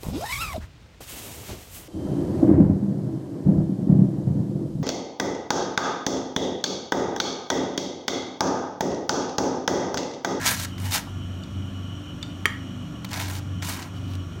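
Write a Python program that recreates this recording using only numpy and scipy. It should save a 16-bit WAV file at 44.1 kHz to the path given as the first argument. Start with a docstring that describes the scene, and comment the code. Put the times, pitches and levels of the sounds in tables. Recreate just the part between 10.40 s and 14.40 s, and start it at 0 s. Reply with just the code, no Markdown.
"""A small tiled kitchen, the microphone close to a slice of toast. A fan drones from start to finish.
A table knife spreads butter in two rasping strokes, breaking crumbs and cracking the crust; a soft bump
follows. Fetching more butter, the blade ticks twice and knocks once on a dish, and the room answers.
Two more strokes cross the toast, the slice rustles as the blade lifts, and a dull bump comes last."""
import sys
import numpy as np
from scipy import signal
from scipy.fft import rfft, irfft, next_fast_len
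from scipy.io import wavfile
from scipy.ndimage import uniform_filter1d, map_coordinates

SR = 44100
rng = np.random.default_rng(int(sys.argv[2]) if len(sys.argv) > 2 else 0)


def file_out(sig):
    """Save sig as 16-bit WAV at sys.argv[1]."""
    # one column per channel
    cols = np.atleast_2d(sig).T
    # limit, then scale
    lim = np.clip(cols, -1, 1)
    pcm = np.round(lim * 32767).astype(np.int16)
    wavfile.write(sys.argv[1], SR, pcm)


N = 4 * SR


def amp(db):
    """Decibels to gain."""
    return 10 ** (np.asarray(db) / 20)


def unit(x):
    """Scale to rms 1."""
    return x / np.sqrt(np.mean(x ** 2) + 1e-20)


def along(points, hz):
    """Read (Hz, value) points on a log frequency axis."""
    f, v = np.transpose(points)
    return np.interp(np.log(hz + 1), np.log(f + 1), v)


def clock():
    """Time of every sample in seconds."""
    return np.arange(N) / SR


def wobble(per_s):
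    """A smooth random curve with per_s knots a second."""
    return map_coordinates(rng.standard_normal(4096), [clock() * per_s], mode="wrap")


def filtered(x, response):
    """x through a response given as a function of Hz."""
    size = next_fast_len(N + SR // 2)
    return irfft(rfft(x, size) * response(np.fft.rfftfreq(size, 1 / SR)), size)[:N]


def coloured(x, spectrum):
    """x shaped by (Hz, dB) points, at rms 1."""
    return unit(filtered(x, lambda hz: amp(along(spectrum, hz))))


def resonant(peaks):
    """Noise in resonances given as (centre Hz, width Hz, dB)."""
    out = np.zeros(N)
    for hz, width, db in peaks:
        band = filtered(rng.standard_normal(N), lambda f: 1 / (1 + ((f - hz) / width * 2) ** 2))
        out += amp(db) * unit(band)
    return out


def fade(t, t60):
    """Exponential decay, 60 dB down after t60 seconds."""
    return np.exp(-np.log(1000) * t / t60)


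def add(track, s, sound):
    """Mix a sound in at s seconds."""
    part = track[round(s * SR):][:len(sound)]
    part += sound[:len(part)]


# The swell of the fan's main tone. Each row: time in seconds, relative level in dB.
DRONE_SWELL = [(0, -40), (0.11, -47), (0.21, -31.5), (0.35, -39), (0.42, -30), (0.51, -28), (0.58, -45.5),
               (0.68, -38.5), (0.75, -31.5), (1.08, -36.5), (1.22, -31), (1.6, -39.5), (1.8, -47),
               (2.05, -32), (2.24, -43.5), (2.38, -35), (2.57, -64.5), (2.68, -35.5), (2.95, -31.5),
               (3.24, -35), (3.44, -37.5), (3.55, -34.5), (3.8, -30.9), (4.0, -42)]
# The fan's other tones. Each row: pitch in Hz, level in dB.
ROTOR_TONES = [(47.5, -56.5), (72, -51), (120, -44.5), (144, -48.5), (169, -47), (196, -47.5), (247, -48),
               (271, -49), (294, -48.5), (343, -56)]


def fan_rotor():
    """The rotor hums behind the toast: one swelling drone among fainter, wavering tones."""
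    t = clock()
    drone_hz = 93.82 + 1.004 * wobble(per_s=7.035)
    drone_db = np.interp(t, *np.transpose(DRONE_SWELL)) - 1 + 2.02 * wobble(per_s=11)
    out = amp(drone_db) * unit(np.sin(2 * np.pi * np.cumsum(drone_hz) / SR))
    for hz, db in ROTOR_TONES:
        waver = 1 + 0.691 * (wobble(per_s=8) + 1j * wobble(per_s=8))  # in level and phase
        tone = np.exp(2j * np.pi * (hz * t + rng.random()))
        out += amp(db) * unit(np.real(waver * tone))
    return out


# The fan's rumble and its rush of air. Each row: frequency in Hz, relative level in dB.
RUMBLE_COLOUR = [(15, -61), (25, -39.5), (59, -12.5), (76, -6), (97, -4), (139, -10), (173, -0.5),
                 (220, -9.5), (284, -9.5), (450, -28.5), (580, -73.5), (990, -120)]
AIR_COLOUR = [(240, -11), (400, 1), (470, -4), (560, 1.5), (740, -1), (820, -5.5), (1020, -5.5), (1300, -3),
              (1550, -8.5), (1950, -12), (2250, -11.5), (2650, -10.5), (3200, -10), (3600, -14),
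              (4100, -15.5), (4400, -17), (4850, -27.5), (5300, -17), (6600, -17.5), (7450, -25),
              (7900, -20.5), (8600, -22.5), (10400, -33.5), (11900, -26), (13000, -33.5), (14000, -30),
              (16000, -38.5)]
# Resonances of the duct and of a narrow hiss. Each row: centre in Hz, width in Hz, base level in dB.
DUCT_PEAKS = [(1135, 68, -59.5), (1395.8, 97, -58), (1718, 72, -66.5), (2454, 92, -66.5), (3309, 72, -63.5),
              (5658, 284, -63.5), (6994, 185, -72)]
HISS_PEAKS = [(2919, 118, -57), (3051, 167, -56.5)]
# The rise and fall of that hiss. Each row: time in seconds, gain in dB.
HISS_SWELL = [(0, -6), (.36, 3), (.72, 0), (1.1, 0.5), (1.5, 3), (1.9, 1), (2.35, 1.5), (2.52, -2),
              (2.8, -3.5), (3.1, -2.5), (3.35, 3), (3.5, -3.5), (3.7, 2), (4, 0)]


def fan_air():
    """Air rushes through the fan's duct, with a low rumble of eddies and a fluttering hiss."""
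    hiss_db = np.interp(clock(), *np.transpose(HISS_SWELL)) + 2.5 * wobble(per_s=25.036)
    eddies = amp(1.5 * wobble(per_s=9)) * rng.standard_normal(N)
    rumble = amp(-40) * coloured(eddies, RUMBLE_COLOUR)
    rush = amp(-48.5) * coloured(rng.standard_normal(N), AIR_COLOUR)
    return resonant(DUCT_PEAKS) + amp(hiss_db) * resonant(HISS_PEAKS) + rumble + rush


def crumbs(per_s=3800, spread_db=3, smear_db=-6):
    """The envelope of countless tiny, uneven fractures over the smooth smear of butter."""
    chance, size = rng.random(N), rng.exponential(size=N)
    breaks = (chance < per_s / SR) * amp(spread_db * np.minimum(size, 5))
    decay = fade(clock()[:SR // 20], t60=0.00174)
    energy = np.abs(signal.fftconvolve(breaks ** 2, decay ** 2)[:N])
    stick_slip = amp(1.8552 * wobble(per_s=216.95))  # the blade catches and slips
    return unit((unit(np.sqrt(energy)) + amp(smear_db)) * stick_slip)


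# Four knife strokes close to the microphone, one list each. Each row: time in seconds, rasp level
# in dB, crunch and sizzle offsets from it in dB, all before the trims.
KNIFE_STROKES = [
    [(0.0, -40, 4, -9.5), (0.038, -34.5, 2, -8), (0.074, -20, -5.5, -6.5), (0.118, -30.5, 1, 1),
     (0.162, -37, -5.5, -6), (0.242, -34.5, -7, -3), (0.254, -31.5, -1, -10), (0.264, -60, 2.5, -12),
     (0.29, -56, -5, -4)],
    [(0.38, -46.5, 6, -12), (0.39, -52.5, 1.5, -3), (0.456, -41, 3.5, -0.5), (0.496, -44, -1, -3),
     (0.54, -22, -5.5, -4), (0.59, -34.5, 2, -5.5), (0.608, -55.5, 6.5, 2), (0.64, -62.5, 1.5, -9)],
    [(2.69, -44, -6, -15), (2.7, -56, 3, -4.5), (2.712, -44.5, -1.5, -5.5), (2.724, -47, 8, -9.5),
     (2.732, -37.5, 0, -18.5), (2.744, -38, 2, -8), (2.808, -36.5, 1, -3), (2.872, -42, -3.5, -11),
     (2.894, -44, 2.5, 2), (2.928, -44, 2.5, -6), (2.938, -45.5, -3, -0.5), (2.99, -43, -0.5, -6.5),
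     (3.026, -77, 12, -12), (3.03, -59.5, -5, -11)],
    [(3.21, -93.5, -5, -16), (3.224, -38, 1, -10), (3.264, -35.5, -8, -4), (3.278, -38, -4.5, -2.5),
     (3.292, -31, -1.5, -3), (3.314, -37.5, -1.5, -3), (3.414, -46.5, 4.5, -5), (3.428, -42, -3, -14),
     (3.468, -56.5, 11, -1.5), (3.49, -63, 9.5, -2.5)],
]
# The middle, low and high parts of a stroke. Each row: frequency in Hz, relative level in dB.
RASP_COLOUR = [(1500, -58), (2300, -1), (2650, -1.5), (3050, -2.5), (3400, 0.5), (3800, -0.5), (4050, 1),
               (4400, -0.5), (4850, -1.5), (5300, -0.5), (5800, 0), (6500, 0.5), (7400, -3), (8100, -4.5),
               (10500, -34)]
CRUNCH_COLOUR = [(100, -70), (210, -36), (350, -8), (520, -6.5), (640, 0.5), (770, -5), (900, 6.5),
                 (1180, -1.5), (1550, 2), (1900, 4), (2300, -1.5), (2700, 0.5), (3600, -44.5)]
SIZZLE_COLOUR = [(5500, -26), (8000, -3.5), (8800, 3), (10200, -0.5), (11800, 1), (13000, -2),
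                 (15600, -0.5), (16500, -17.5)]
# The slice's resonance, stroke by stroke. Each row: centre in Hz, width in Hz, dB against the crunch.
SLICE_HOLLOWS = [(1708, 500, -3), (886, 93, -8.5), (904, 420, -5.5), (1046, 350, -5)]
# Short echoes off plate and worktop. Each row: delay in seconds, gain.
WORKTOP_ECHOES = [(.00135, 0.243), (.0034, -0.257), (.0061, 0.069)]


def spreading(rasp_trim_db=-1, crunch_trim_db=-1.5, sizzle_trim_db=-1.5):
    """Each stroke breaks crumbs: a rasp, a fine sizzle, and the low crunch and resonance of the slice."""
    t, grain = clock(), crumbs()
    levels, direct = np.zeros((3, N)), np.zeros(N)
    for stroke, hollow in zip(KNIFE_STROKES, SLICE_HOLLOWS):
        times, db, low_db, high_db = np.transpose(stroke)
        contact = uniform_filter1d(1.0 * ((t >= times[0]) & (t <= times[-1])), size=256)
        rasp = contact * amp(np.interp(t, times, db + rasp_trim_db))
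        crunch = contact * amp(np.interp(t, times, db + low_db + crunch_trim_db))
        sizzle = contact * amp(np.interp(t, times, db + high_db + sizzle_trim_db))
        levels += [rasp, crunch, sizzle]
        direct += crunch * resonant([hollow])
    for level, colour in zip(levels, (RASP_COLOUR, CRUNCH_COLOUR, SIZZLE_COLOUR)):
        direct += level * coloured(grain * rng.standard_normal(N), colour)
    return filtered(direct, lambda hz: 1 + sum(gain * np.exp(-2j * np.pi * hz * delay)
                                               for delay, gain in WORKTOP_ECHOES))


# The tiled room's decay. Each row: frequency in Hz, t60 in seconds.
ROOM_DECAY = [(200, 0.01), (1100, 0.4751), (1850, 0.4215), (3200, 0.4042), (6000, 0.2821), (14000, 0.3662)]
# The tone of its answer. Each row: frequency in Hz, relative level in dB.
ROOM_TONE = [(100, 7), (800, 6.5), (1150, 4), (1900, 4.5), (2500, -2), (3200, 3.5), (7000, 3.5),
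             (15000, -3)]


def kitchen(x):
    """The room's answer reaches the microphone 4 ms late, each frequency dying at its own speed."""
    hz, t, spectra = signal.stft(rng.standard_normal(SR // 2), SR, nperseg=256)
    decay = fade(t, along(ROOM_DECAY, hz)[:, None])
    colour = amp(along(ROOM_TONE, hz))[:, None]
    tail = signal.istft(spectra * decay * colour, SR, nperseg=256)[1]
    delayed = np.pad(x, (SR // 250, 0))
    return signal.fftconvolve(delayed, tail / np.linalg.norm(tail))[:N]


# The blade touches or cracks the crust. Each row: start in seconds, level in dB.
CRUST_SNAPS = [(.069, -23), (.076, -24.5), (.083, -16.5), (.12, -24.5), (0.1982, -27), (0.207, -46),
               (0.3804, -38), (0.455, -34.5), (.524, -24), (2.6461, -28.5), (2.649, -29.5), (2.715, -31),
               (2.7319, -22.5), (2.741, -25), (2.774, -25.5), (2.815, -26.5), (2.899, -28.5), (2.953, -31),
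               (3.2238, -30.5), (3.244, -37), (3.426, -30.5), (3.736, -41.5), (3.7527, -35)]
# The slice rustles as the blade lifts. Each row: time in seconds, level in dB.
LIFT_RUSTLE = [(3.52, -75.5), (3.565, -54), (3.62, -62.5), (3.69, -56), (3.73, -48.5), (3.755, -58),
               (3.79, -72), (3.87, -74.5)]
# The tone of both. Each row: frequency in Hz, relative level in dB.
CRUST_COLOUR = [(200, -12), (700, 3.5), (1600, 3), (4000, 6), (6000, -1.5), (10000, -10), (16000, -8.5)]


def crust():
    """The crust gives single dry cracks under the blade and a faint, crumbly rustle at the end."""
    rustle_db = np.interp(clock(), *np.transpose(LIFT_RUSTLE), left=-np.inf, right=-np.inf)
    level = amp(rustle_db) * crumbs()
    for s, db in CRUST_SNAPS:
        add(level, s, amp(db) * fade(clock()[:SR // 10], t60=0.0155))
    return level * coloured(rng.standard_normal(N), CRUST_COLOUR)


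# Soft bumps of slice and plate. Each row: start in seconds, level in dB, centre in Hz, width in Hz,
# t60 in seconds.
SOFT_BUMPS = [(.670, -34, 910, 701, 0.057), (3.955, -35, 354.4, 90, 0.185)]


def bumps():
    """Dull contacts without a ring: a short puff in one broad resonance."""
    out, t = np.zeros(N), clock()[:SR // 4]
    attack = 1 - np.exp(-t / 0.0025)
    for s, db, hz, width, t60 in SOFT_BUMPS:
        add(out, s, resonant([(hz, width, db)])[:len(t)] * fade(t, t60) * attack)
    return out


def struck(blows, modes, crack_colour, crack_db, crack_t60):
    """Every blow gives a short crack and rings the damped modes, in a slightly different balance."""
    out, t = np.zeros(N), clock()[:SR // 4]
    attack = 1 - np.exp(-t / 0.0003)
    for s, db in blows:
        ring = sum(amp(level + rng.normal(0, 1)) * fade(t, t60) * np.sin(2 * np.pi * hz * t)
                   for hz, level, t60 in modes)
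        noise = coloured(rng.standard_normal(N), crack_colour)[:len(t)]
        crack = amp(crack_db) * fade(t, crack_t60) * noise
        add(out, s, amp(db) * (ring + crack) * attack)
    return out


# Light ticks between the pairs of strokes. Each row: start in seconds, level in dB.
BLADE_TICKS = [(1.0355, -39), (1.8277, -27)]
# The blade's modes. Each row: pitch in Hz, relative level in dB, t60 in seconds.
BLADE_MODES = [(3589, 2, 0.0292), (4236, -10.5, 0.029), (4638, -5, 0.0284), (7040, -6.5, .025),
               (7780, -8.5, .022), (13400, -21, .01)]
# The crack of a tick. Each row: frequency in Hz, relative level in dB.
TICK_COLOUR = [(300, -6.5), (1500, 4), (4500, 3), (8000, -17.5), (10000, -20.5), (16000, -23.5)]


def blade_ticks():
    """Light touches set the blade ringing, high and brief."""
    return struck(BLADE_TICKS, BLADE_MODES, TICK_COLOUR, crack_db=-4, crack_t60=0.0316)


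# One knock, made of two contacts in quick succession. Each row: start in seconds, level in dB.
DISH_CONTACTS = [(2.0559, -6.5), (2.0594, -20)]
# The dish's modes. Each row: pitch in Hz, relative level in dB, t60 in seconds.
DISH_MODES = [(419, -15, 0.046), (1080, -29.5, .022), (1149, -4.5, 0.0184), (1746, -14, 0.031),
              (1890, 2, 0.019), (2142, 0.5, .019), (2354, -3, 0.0159), (2702, -16, 0.0298),
              (3159, -7, 0.0256), (3330, -27.5, 0.0204), (4590, -20.5, 0.0246), (5710, -22.5, 0.0344),
              (7074, -27, 0.066), (8880, -19, 0.011)]
# The crack of the knock. Each row: frequency in Hz, relative level in dB.
KNOCK_COLOUR = [(200, -16.5), (700, -9.5), (1200, 10.5), (2500, -0.5), (4200, -14), (6000, -5.5),
                (9500, -9.5), (16000, -15.5)]


def dish_knock():
    """The knife strikes the dish, whose short ring is the loudest thing at the microphone."""
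    return struck(DISH_CONTACTS, DISH_MODES, KNOCK_COLOUR, crack_db=-8.5, crack_t60=0.0186)


def scene():
    """One microphone: toast, knife and dish up close, the room and the fan behind them."""
    bread = spreading() + crust() + bumps()
    hits = blade_ticks() + dish_knock()
    room = kitchen(amp(-15.5) * bread + amp(-12) * hits)
    return (fan_rotor() + fan_air() + bread + hits + room)[None]


def record(dry):
    """The recorder clips at full scale, drops the deepest bass and keeps nothing above its band limit."""
    low_cut_hz, top_hz = 33.3, 15950
    clipped = np.clip(dry[0], -1, 1)
    return filtered(clipped, lambda hz: (hz < top_hz) * (1 - np.exp(-(hz / low_cut_hz) ** 4)))[None]


dry = scene()
out = record(dry)
file_out(out)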